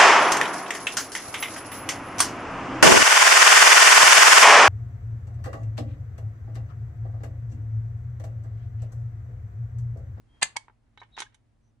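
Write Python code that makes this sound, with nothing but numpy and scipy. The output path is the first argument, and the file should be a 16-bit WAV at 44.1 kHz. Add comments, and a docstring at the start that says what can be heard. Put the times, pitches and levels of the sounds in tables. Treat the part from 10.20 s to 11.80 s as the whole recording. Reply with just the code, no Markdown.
"""A small metal lock box on a brick wall is opened, close up. Its latch snaps free, the catch springs back,
then the cover swings down with light knocks and hinge squeaks and rattles against its stop. Every hit layers a
crack, ringing metal and a damped thud of the case. Fingers rub faintly, and the yard answers briefly over a low
outdoor rumble and hum."""
import sys
import numpy as np
from scipy import signal
from scipy.fft import rfft, irfft, next_fast_len
from scipy.io import wavfile
from scipy.ndimage import map_coordinates

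SR = 44100
rng = np.random.default_rng(int(sys.argv[2]) if len(sys.argv) > 2 else 0)


def persist_wave(psi):
    """Save psi, clipped to +-1, as 16-bit WAV."""
    counts = np.round(np.clip(psi, -1, 1) * 32767).astype(np.int16)
    wavfile.write(sys.argv[1], SR, np.atleast_2d(counts).T)


N = 70560

# outdoor rumble, fader and EQ: (t/s, level/dB), (f/Hz, gain/dB)
RUMBLE_LEVEL = [(0, -61.5), (.15, -62), (.3, -63), (.5, -67), (.66, -66), (.8, -66), (1, -64.5),
                (1.3, -66.5), (1.46, -65), (1.6, -67.5)]
RUMBLE_EQ = [(15, -22.5), (25, -11.5), (45, -2.5), (80, -12.5), (115, -6), (175, -22.5), (240, -15.5),
             (400, -28), (750, -30), (1400, -36.5), (3000, -43.5), (6000, -47.5), (10500, -51),
             (12000, -62)]
# fingers on the case, fader and EQ: (t/s, level/dB), (f/Hz, gain/dB)
RUB_LEVEL = [(0, -86.5), (.11, -75), (.16, -73), (.3, -64.5), (.45, -73), (.56, -82.5), (.74, -81),
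             (.9, -72.5), (1.1, -81), (1.25, -82.5), (1.6, -92)]
RUB_EQ = [(100, -1.5), (140, 6), (230, 3), (400, -4), (700, -0.5), (1200, -5), (2000, -5), (4000, -17.5),
          (10000, -26.5)]
# stereo image of rumble and rub, and of the cracks: (f/Hz, left-right correlation)
BED_IMAGE = [(40, 1), (200, 0.37), (1000, 0.23), (4000, 0.3)]
CRACK_IMAGE = [(100, 0.99), (900, -0.5), (2000, 1), (3500, -0.15), (6000, 0.6), (8000, .2), (10500, 0.24)]
# squeaks of button and hinge, heard in the yard with the cover: (t/s, length/s, f/Hz, level/dB, rasp as a share
# of the pitch)
SQUEAK_CUES = [(0.052, 0.2, 3226, -73, .004), (0.78, 0.045, 3896, -56, 0.012),
               (.905, 0.11, 3795, -60.5, 0.029), (0.931, 0.042, 3870, -58.5, 0.02),
               (1.06, 0.017, 1663, -56, .01), (1.402, .13, 5947, -84, 0.026)]
# hits of each part: (t/s, level/dB, low-pass f/Hz, rise/s, crack t60/s, ring mix/dB, thud mix/dB)
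LATCH_HITS = [(.2140, -39, 7300, 0.0017, 0.15, -3.5, -10.5), (.2187, -28, 2405, 0.006, 0.063, -2, -9.5),
              (.2216, -20.5, 2892, 0.00086, 0.043, 0, -10.5), (.2261, -13, 10800, 0.0011, 0.029, -1, -13),
              (.2285, -13, 10000, 0.00044, 0.031, -2.5, -14),
              (.2520, -36.5, 3360, 0.0029, 0.053, -5, -14.5)]
CATCH_HITS = [(.343, -62, 1060, 0.0066, 0.054, -5, -23), (.358, -38, 2000, 0.003, 0.052, -6, -5),
              (.3642, -33, 7834, 0.0006, 0.052, 1, 0), (.3676, -23.5, 11800, 0.00017, 0.021, -3.5, -12.5)]
COVER_HITS = [(.482, -47.5, 1890, 0.00079, 0.028, -20, -2.5), (.4965, -51, 1400, 0.00094, .025, -4.5, 1),
              (.7744, -45.5, 3418, .0012, 0.033, -1, -16), (.8005, -54.5, 4940, 0.0024, 0.063, -8, -13),
              (.816, -44.5, 1680, 0.002, 0.01, 5, 2), (.8243, -48, 1670, 0.0011, .025, -4, 5),
              (.831, -54.5, 3200, 0.00078, 0.091, 2.5, -5), (.9665, -46.5, 4540, 0.00046, 0.11, -10, -14),
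              (.977, -36.5, 2330, 0.00017, 0.051, -13, 1), (.9832, -35.5, 4970, 0.0018, 0.081, -7, -37),
              (.9912, -37, 5840, 0.00067, 0.07, -20, -12), (1.002, -28, 8900, 0.0011, 0.043, -6.5, -19),
              (1.012, -41, 10030, 0.0013, .03, -15, -16), (1.0192, -28.5, 4700, 0.00098, 0.019, -3.5, -5),
              (1.024, -41, 6200, 0.0004, 0.081, -16, -2.5), (1.122, -67.5, 2980, .002, 0.15, -19, -27),
              (1.144, -55.5, 14000, .0012, 0.049, 0.5, -13)]
# ringing modes of each part: (f/Hz, relative level/dB, t60/s, left over right/dB)
LATCH_RING = [(833, -4, 0.031, -2.5), (977.5, -11.5, .06, 0), (1372, -8, .05, 5.5), (1723, -2.5, .05, -3),
              (2055, 3.5, .055, -1), (2403, -1, .06, -9), (2552, -1.5, 0.044, -4.5), (2795, -7, .06, -1.5),
              (2971, -7, .06, -3), (3260, -8, .05, -3.5), (3510, -6.5, 0.033, -4), (4365, -4, 0.046, 0.5),
              (4570, -8.5, .032, 6.5), (4845, -6, 0.044, 1.5), (6330, -7, .07, -2.5),
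              (6640, -0.5, .07, 9.5), (7274, -3.5, 0.082, 7.5), (8100, 1, 0.05, 7), (9726, -6.5, .035, 2),
              (10260, -9.5, 0.064, -4)]
CATCH_RING = [(916, 1.5, 0.024, 6), (1033, -9, 0.073, -18), (1690, -5.5, 0.042, -19), (2198, 4, 0.038, -27),
              (3210, -4.5, 0.05, -21.5), (4620, 3.5, 0.038, -9), (6080, 1, 0.036, 2.5),
              (9140, -20, 0.025, 6)]
COVER_RING = [(399, -4.5, 0.055, 0.5), (843.5, 3.5, 0.071, 1), (967, -8, 0.051, 0),
              (1260, -8.5, 0.036, -24), (1548, 2, 0.049, 9), (1820, 2, 0.062, -5),
              (2192, 4.5, 0.036, -24.5), (3020, -6.5, .04, -34), (3400, 1.5, 0.062, -6),
              (3750, 3, 0.043, -18), (6350, 11, 0.043, 3.5)]
# tone of each part's crack: (f/Hz, gain/dB)
LATCH_EQ = [(50, -27), (170, -5), (380, -19.5), (800, -2), (2000, -2.5), (3200, 1.5), (4850, 4),
            (5250, -9.5), (6000, -3), (8500, 5.5), (9150, -14.5), (9750, 2), (11000, -13)]
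CATCH_EQ = [(60, -15), (640, -16.5), (900, 2), (1450, -5), (2500, -0.5), (3300, -5), (4400, 1.5),
            (6500, -3), (8000, 2), (9900, -3.5), (11000, -21.5)]
COVER_EQ = [(60, -31), (200, -22.5), (380, -7.5), (560, -20.5), (900, -6), (1400, -5), (2200, -5),
            (2700, -7.5), (3700, -3.5), (4700, -10.5), (5900, -5.5), (8000, -6.5), (10400, -6),
            (11200, -45)]
# reverb of the yard, decay and EQ: (f/Hz, t60/s), (f/Hz, gain/dB)
YARD_DECAY = [(150, .15), (900, .2), (2200, 0.25), (5000, .175), (8000, .17), (11000, .175)]
YARD_EQ = [(100, -5), (900, 0.5), (2200, -4.5), (6000, -0.5), (11000, -4)]

HUM_HZ, HUM_DB, HUM_OCTAVE_DB = 110.6, -71, -8
RASP_RATE = 1100  # pitch turns a second
RING_RISE_S, MODE_SCATTER_DB = 0.00039, 1.93
RING_SPREAD_HZ = 2200  # a mode here strays up to about a radian per channel, higher ones more
THUD_HZ, THUD_PEAK_S = 930.5, 0.0012
YARD_PREDELAY_S = .008
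TOP_HZ = 11100


def amp(db):
    """Decibels to gain."""
    return 10 ** (np.asarray(db) / 20)


def along(points, hz):
    """Read (f/Hz, value) points on a log axis."""
    f, v = np.transpose(points)
    return np.interp(np.log(hz + 1), np.log(f + 1), v)


def fader(points):
    """(t/s, value) points, one value per sample."""
    return np.interp(np.arange(N) / SR, *np.transpose(points))


def fade(t, t60):
    """Exponential decay, 60 dB down at t60."""
    return np.exp(-np.log(1000) * t / t60)


def wobble(rate):
    """A smooth random curve, rate knots a second."""
    return map_coordinates(rng.standard_normal(N // 10), [np.arange(N) * rate / SR], mode="wrap")


def filtered(x, response):
    """Zero-phase EQ; response gives the gain at each frequency."""
    n = x.shape[-1]
    m = next_fast_len(n + SR // 10)
    return irfft(rfft(x, m) * response(np.fft.rfftfreq(m, 1 / SR)), m)[..., :n]


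def noise(colour, image, n):
    """Stereo noise of rms 1 with a given tone and stereo image."""
    def mid_side(hz):
        width = np.arccos(np.clip(along(image, hz), -1, 1)) / 2
        return colour(hz) * [np.cos(width), np.sin(width)]
    mid, side = filtered(rng.standard_normal((2, n)), mid_side)
    stereo = np.array([mid + side, mid - side])
    return stereo / np.sqrt(np.mean(stereo ** 2) + 1e-20)


def pan(db):
    """Channel gains that put left over right by db."""
    return amp(np.vstack([db, -db]) / 2)


def add(out, start, sound):
    """Mix a sound in at start seconds."""
    part = out[:, int(start * SR):][:, :sound.shape[-1]]
    part += sound[..., :part.shape[1]]


def outdoors():
    """The bed: a low rumble and a distant wavering hum."""
    rumble = amp(fader(RUMBLE_LEVEL)) * noise(lambda hz: amp(along(RUMBLE_EQ, hz)), BED_IMAGE, N)
    phase = 2 * np.pi * np.cumsum(HUM_HZ * (1 + .008 * wobble(36))) / SR
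    hum = np.sin(phase) + amp(HUM_OCTAVE_DB) * np.sin(2 * phase)
    return rumble + amp(HUM_DB + 2.5 * wobble(27)) * hum


def fingers():
    """Skin rubs faintly and unevenly on the case."""
    level = amp(fader(RUB_LEVEL) + 1.5 * wobble(27))
    return level * noise(lambda hz: amp(along(RUB_EQ, hz)), BED_IMAGE, N)


def squeaks():
    """Sliding metal sings on one unsteady pitch that swells and dies."""
    out = np.zeros((2, N))
    for start, length, hz, db, rasp in SQUEAK_CUES:
        n = int(length * SR)
        pitch = hz * (1 + rasp * wobble(RASP_RATE)[:n])
        swell = amp(db + 1.8 * wobble(160)[:n]) * np.hanning(n)
        phase = 2 * np.pi * np.cumsum(pitch) / SR + rng.uniform(0, 5.6, (2, 1))
        add(out, start, swell * np.sqrt(2) * np.sin(phase))
    return out


def crack(colour, envelope):
    """The bite of a hit: a noise burst, flattened in spectrum and then coloured."""
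    n = len(envelope)
    spectrum = rfft(noise(np.ones_like, CRACK_IMAGE, n) * envelope)
    flat = irfft(spectrum / (np.abs(spectrum) + 1e-12), n)
    flat *= envelope ** .25  # tightens the smeared tail
    colour_power = np.mean(colour(np.fft.rfftfreq(n, 1 / SR)) ** 2)
    makeup = np.sqrt(np.mean(envelope ** 2) / np.mean(flat ** 2) / colour_power)
    return makeup * filtered(flat, colour)


def ring(modes, lowpass, rise, t):
    """Struck metal rings in decaying modes, balanced a little differently on every hit."""
    hz, db, t60, pan_db = np.transpose(modes)
    gain = amp(db + MODE_SCATTER_DB * rng.standard_normal(len(hz))) * lowpass(hz)
    gain = gain / np.linalg.norm(gain) * pan(pan_db)
    phase = rng.uniform(0, 2 * np.pi, len(hz)) + rng.uniform(-1.1, 1, gain.shape) * hz / RING_SPREAD_HZ
    tones = gain[..., None] * np.sin(2 * np.pi * hz[:, None] * t + phase[..., None])
    attack = 1 - np.exp(-t / (rise + RING_RISE_S))
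    return attack * (tones * fade(t, t60[:, None])).sum(1)


def hits(cues, modes, crack_eq):
    """Each contact layers crack, ring and the damped case's thud; soft contacts lose their treble."""
    out, t = np.zeros((2, N)), np.arange(SR // 4) / SR
    thud_swell = t / THUD_PEAK_S * np.exp(1 - t / THUD_PEAK_S)
    thud = thud_swell * np.sqrt(2) * np.sin(2 * np.pi * THUD_HZ * t)
    for start, db, cutoff_hz, rise, t60, ring_db, thud_db in cues:
        lowpass = lambda hz: 1 / np.sqrt(1 + (hz / cutoff_hz) ** 7)
        envelope = fade(t, t60) * (1 - np.exp(-t / rise))
        bite = crack(lambda hz: amp(along(crack_eq, hz)) * lowpass(hz), envelope)
        metal = ring(modes, lowpass, rise, t)
        add(out, start, amp(db) * (bite + amp(ring_db) * metal + amp(thud_db) * thud))
    return out


def latch():
    """The latch lets go in a tight cluster of bright snaps."""
    return hits(LATCH_HITS, LATCH_RING, LATCH_EQ) * pan(db=0.1)


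def catch():
    """The catch springs back in clicks that grow louder and brighter."""
    return hits(CATCH_HITS, CATCH_RING, CATCH_EQ) * pan(db=3.1)


def cover():
    """The loose cover knocks in its hinge and rattles on its stop."""
    return hits(COVER_HITS, COVER_RING, COVER_EQ) * pan(db=-1.0)


def yard(x, send_db):
    """The direct sound plus the short answer of the brick walls."""
    hz, t, bands = signal.stft(rng.standard_normal((2, SR // 2)), SR, nperseg=256)
    tail = signal.istft(bands * fade(t, along(YARD_DECAY, hz)[:, None]), SR, nperseg=256)[1]
    tail = filtered(tail / np.linalg.norm(tail[0]), lambda f: amp(along(YARD_EQ, f)))
    tail = np.pad(tail, ((0, 0), (int(YARD_PREDELAY_S * SR), 0)))
    return x + amp(send_db) * signal.fftconvolve(x, tail, axes=1)[:, :N]


def scene():
    """The metal feeds the yard reverb; fingers and bed stay dry."""
    snap, clicks, knocks = latch(), catch(), cover()
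    box = yard(snap, send_db=-16) + yard(clicks, send_db=-18.5) + yard(knocks + squeaks(), send_db=-16.5)
    return box + fingers() + outdoors()


def record(dry):
    """A steep high cut on the whole mix."""
    return filtered(dry, lambda hz: 1 / np.sqrt(1 + (hz / TOP_HZ) ** 90))


dry = scene()
out = record(dry)
persist_wave(out)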